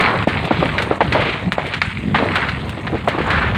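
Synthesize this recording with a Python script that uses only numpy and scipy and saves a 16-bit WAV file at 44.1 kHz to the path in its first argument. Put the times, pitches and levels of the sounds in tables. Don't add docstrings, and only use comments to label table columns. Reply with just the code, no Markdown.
import sys
import numpy as np
from scipy import signal
from scipy.fft import rfft, irfft, next_fast_len
from scipy.io import wavfile
from scipy.ndimage import uniform_filter1d, minimum_filter1d, map_coordinates

SR = 44100
rng = np.random.default_rng(int(sys.argv[2]) if len(sys.argv) > 2 else 0)


def generate_wav(sig):
    pcm = np.round(np.clip(np.atleast_2d(sig).T, -1, 1) * 32767).astype(np.int16)
    wavfile.write(sys.argv[1], SR, pcm)


N = 157437

# frequency in Hz, relative density in dB.
RUMBLE_SPECTRUM = [(25, -73), (45, -7), (70, 2.5), (120, 4), (200, 1), (300, -10), (500, -28), (900, -59)]
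LOW_SPECTRUM = [(120, -28), (250, -5.5), (400, -3.5), (800, -6), (1300, -9), (2500, -61)]
BRIGHT_SPECTRUM = [(400, -55), (900, -6.5), (1300, -4), (2200, 0), (3000, -7.5), (4100, -12.5), (5400, -33),
                   (7000, -98)]
HISS_SPECTRUM = [(3000, -1.5), (5000, -7.5), (8200, 1), (9300, -1.5), (10500, -16.5), (12500, -22),
                 (15500, -20)]
# frequency in Hz, relative density in dB.
TICK_SPECTRUM = [(3500, 17.5), (5500, -1.5), (9000, 0), (11000, -14)]
# frequency in Hz, gain in dB.
PATH_RESPONSE = [(40, 5), (80, 12), (2200, 1), (3000, -1), (4100, -3), (5500, -19), (9200, -20),
                 (10500, -31), (15500, -75.5)]
# time in seconds, level in dB.
RUMBLE_COURSE = [(0, -25), (.4, -24.5), (.6, -20), (.95, -27), (1.12, -18.5), (1.3, -29), (1.7, -27.5),
                 (2.2, -24.5), (2.8, -27.5), (3.3, -23), (3.57, -23)]
# time in seconds, low crackle in dB, bright crackle in dB.
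LEAF_COURSE = [(0, -16.5, -19), (.24, -28, -28.5), (.7, -22.5, -24), (.97, -27, -34), (1.2, -22, -28),
               (1.52, -31.5, -36), (1.7, -30, -27.5), (1.9, -41.5, -31), (2.13, -50, -35),
               (2.2, -22, -28.5), (2.5, -31, -27.5), (2.8, -34.5, -36.5), (3.05, -29, -35),
               (3.24, -24, -33), (3.57, -32.5, -33)]
# time of the summit in seconds, level there in dB before the grit,
# band centre in Hz before the path, standard deviation of the swell in seconds.
FLARE_EVENTS = [(0.02, -17.5, 1150, 0.13), (1.265, -23.5, 2300, 0.086), (1.473, -21, 156, 0.032),
                (2.094, -20.5, 183, 0.063), (2.406, -22, 1510, 0.062), (3.386, -18, 1465, 0.084),
                (3.43, -22, 76.4, 0.12)]
# start in seconds, rms at the start in dB, rms of the top edge at the start in dB.
TWIG_EVENTS = [(0.0074, -17.5, -50), (0.2244, -35, -56), (0.273, -19, -45), (0.451, -24.5, -51),
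               (0.7796, -47, -53), (0.822, -18, -47), (1.125, -26.5, -50), (1.5215, -17.5, -47),
               (1.666, -27, -57), (1.7424, -32, -52), (1.8165, -25, -48), (2.356, -19.5, -45.5),
               (2.4885, -34, -50), (2.6936, -25.5, -42), (3.0435, -38, -55), (3.0838, -21, -42),
               (3.303, -23.5, -46)]
# start in seconds, peak of the direct pop in dB, cavity resonance in Hz,
# length in seconds, scatter in dB relative to that peak.
STEM_EVENTS = [(0.271, 8.5, 333, 0.0052, -24.5), (0.506, 4, 453, 0.0082, -22.5),
               (0.625, -2, 550, 0.006, -33), (0.652, -12, 355, 0.0048, -21),
               (0.78, -4, 2240, 0.0071, -15.5), (.908, -1, 590, 0.008, -24.5),
               (1.004, 7.5, 766, 0.01, -28.5), (1.122, -1.5, 2500, 0.0083, -16.5),
               (1.145, -3, 650, 0.024, -22), (1.194, -7, 620, 0.0083, -13.5),
               (1.521, 5.5, 1520, 0.00015, -37), (1.575, -7.5, 860, 0.02, -20), (1.582, 3, 666, .002, -42),
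               (1.735, -7.5, 2300, 0.01, -16.5), (1.816, 8.5, 2180, 0.0039, -30),
               (2.143, -2.5, 1140, 0.012, -11), (2.184, -7, 1210, 0.0078, -31),
               (2.223, -6, 286, 0.0079, -17.5), (2.353, -5, 1720, 0.013, -13.5),
               (2.485, -7, 1930, 0.0093, -16.5), (2.866, -11, 1660, 0.0099, -19),
               (2.923, -9.5, 330, 0.026, -13), (3.073, -2.5, 660, 0.011, -14.5),
               (3.178, -10.5, 426, 0.0058, -13), (3.202, -6, 397, 0.008, -16),
               (3.3, -6, 1830, 0.0094, -10.5), (3.545, -11.5, 1520, 0.0098, -8)]

HISS_DB, HISS_FOLLOWS = -53, 0.36
FLARE_WIDTH, SIZZLE_DB = 0.9, -8
TICK_T60_S = 0.08
EDGE_HZ, EDGE_T60_S = 7800, 0.033
POP_WIDTH = 1.14
RISE, FALL = 0.3, 0.6
BANG_DB, CRACK_DB = 24, -21
SPLIT_RATIO, SPLIT_DB = 1.91, -8
SCATTER_HZ, SCATTER_WIDTH_HZ = 1746, 740
SCATTER_T60_S, SCATTER_ONSET_S = 0.33, 0.0038
NEAR_DB, NEAR_T60_S = 24, 0.02
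LIMIT_DB, LOOK_AHEAD_S, GLIDE_S = -0.5, 0.024, 0.006
TOP_HZ = 15700


def amp(db):
    return 10 ** (np.asarray(db) / 20)


def unit(x):
    return x / np.sqrt(np.mean(x ** 2) + 1e-20)


def gain(points, hz):
    f, db = np.transpose(points)
    return amp(np.interp(np.log(hz + 1), np.log(f + 1), db))


def along(rows):
    s, *columns = np.transpose(rows)
    return [np.interp(np.arange(N) / SR, s, column) for column in columns]


def wobble(rate):
    return map_coordinates(rng.standard_normal(300), [np.arange(N) * rate / SR])


def filtered(x, response):
    m = next_fast_len(len(x) + 4096)
    hz = np.fft.rfftfreq(m, 1 / SR)
    return irfft(rfft(x, m) * response(hz), m)[:len(x)]


def causal(points):
    cepstrum = irfft(np.log(gain(points, np.fft.rfftfreq(4096, 1 / SR))))
    cepstrum[1:2048] *= 2
    cepstrum[2049:] = 0
    return irfft(np.exp(rfft(cepstrum)))[:2048]


def band(hz, width_hz):
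    return lambda f: 1j * f * width_hz / (hz * hz - f * f + 1j * f * width_hz)


def crackle(spectrum, per_s, spread_db, life_s, grain_db, patchy_db):
    _, _, cells = signal.stft(rng.standard_normal(N), SR, nperseg=512)
    patches = uniform_filter1d(rng.standard_normal(cells.shape), size=6, axis=0)
    patches = uniform_filter1d(patches, size=12, axis=1)
    noise = signal.istft(cells * amp(patchy_db * unit(patches)), SR, nperseg=512)[1][:N]
    when, size = rng.random(N), rng.exponential(size=N)
    snaps = (when < per_s / SR) * amp(spread_db * np.minimum(size, 3))
    jumps = signal.lfilter([1], [1, -np.exp(-1 / (life_s * SR))], snaps)
    grainy = noise * (1 + amp(grain_db) * jumps)
    return unit(filtered(grainy, lambda f: gain(spectrum, f)))


def flames():
    rumble_db, = along(RUMBLE_COURSE)
    low_db, bright_db = along(LEAF_COURSE)
    hiss_db = HISS_DB + HISS_FOLLOWS * (bright_db - bright_db.mean())
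    lumps_db = 1.4 * np.tanh(wobble(16))
    rumble = crackle(RUMBLE_SPECTRUM, per_s=40, spread_db=2, life_s=0.01, grain_db=-8, patchy_db=1.5)
    low = crackle(LOW_SPECTRUM, per_s=90, spread_db=3, life_s=0.004, grain_db=-3, patchy_db=2.2)
    bright = crackle(BRIGHT_SPECTRUM, per_s=400, spread_db=3, life_s=0.001, grain_db=0, patchy_db=2.5)
    hiss = crackle(HISS_SPECTRUM, per_s=40, spread_db=3, life_s=0.008, grain_db=-4, patchy_db=2.5)
    leaves = amp(low_db) * low + amp(bright_db) * bright + amp(hiss_db) * hiss
    return amp(rumble_db + lumps_db) * rumble + leaves


def flares():
    t, out = np.arange(N) / SR, np.zeros(N)
    grit = amp(2 * wobble(80))
    for summit, db, hz, spread in FLARE_EVENTS:
        ring = band(hz, FLARE_WIDTH * hz)
        noise = filtered(rng.standard_normal(N),
                         lambda f: (ring(f) ** 2 + amp(SIZZLE_DB) * ring(f)) * gain(PATH_RESPONSE, f))
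        swell = np.exp(-((t - summit) / spread) ** 2 / 2)
        out += amp(db) * swell * unit(noise) * grit
    return out


def twigs():
    t, level, edge = np.arange(N) / SR, np.zeros(N), np.zeros(N)
    for s, db, edge_db in TWIG_EVENTS:
        age = np.abs(t - s)
        level += (t >= s) * amp(db - 60 * age / TICK_T60_S)
        edge += (t >= s) * amp(edge_db - 60 * age / EDGE_T60_S)
    colour = causal(TICK_SPECTRUM)
    colour = colour / np.linalg.norm(colour)
    body = signal.fftconvolve(level * rng.standard_normal(N), colour)[:N]
    top = unit(filtered(rng.standard_normal(N), lambda f: f > EDGE_HZ))
    return body + edge * top


def burst(t, puff_noise, hz, length, path):
    swell = np.minimum(t / (RISE * length), 1)
    decay = np.exp(-np.maximum(t - length, 0) / (FALL * length))
    puff = puff_noise * swell * decay
    puff[round(RISE * length * SR)] = amp(BANG_DB)
    ring, split = band(hz, POP_WIDTH * hz), band(SPLIT_RATIO * hz, POP_WIDTH * hz)
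    crack = band(SCATTER_HZ, SCATTER_WIDTH_HZ)
    first = filtered(puff, lambda f: ring(f) ** 2 + amp(CRACK_DB) * crack(f) ** 2)
    second = filtered(puff * np.minimum(t / length, 1), lambda f: split(f) ** 2)
    pop = signal.fftconvolve(first + amp(SPLIT_DB) * second, path)[:len(t)]
    return pop / np.abs(pop).max()


def scatter(t, noise, hz, length):
    ring, brush = band(hz, POP_WIDTH * hz), band(SCATTER_HZ, SCATTER_WIDTH_HZ)
    tail = unit(filtered(noise, lambda f: (0.5 * ring(f) + brush(f)) * gain(PATH_RESPONSE, f)))
    onset = np.clip((t - length) / SCATTER_ONSET_S, 0, 1)
    decay = amp(-60 * t / SCATTER_T60_S) + amp(NEAR_DB - 60 * t / NEAR_T60_S)
    return tail * onset * decay


def pops():
    out, t = np.zeros(N + SR), np.arange(SR // 3) / SR
    path = causal(PATH_RESPONSE)
    for s, db, hz, length, scatter_db in STEM_EVENTS:
        a, b = rng.standard_normal((2, len(t)))
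        pop = burst(t, a * b * b, hz, length, path)
        tail = amp(scatter_db) * scatter(t, b, hz, length)
        out[round(s * SR):][:len(t)] += amp(db) * (pop + tail)
    return out[:N]


def scene():
    return (flames() + flares() + twigs() + pops())[None]


def record(dry):
    need = np.minimum(1, amp(LIMIT_DB) / (np.abs(dry[0]) + 1e-9))
    ahead, glide = round(LOOK_AHEAD_S * SR), round(GLIDE_S * SR)
    held = minimum_filter1d(need, ahead + glide, origin=(glide - ahead) // 2)
    x = dry[0] * uniform_filter1d(held, glide)
    x = x / (1 + np.abs(x) ** 8) ** (1 / 8)
    return filtered(x, lambda f: f < TOP_HZ)[None]


dry = scene()
out = record(dry)
generate_wav(out)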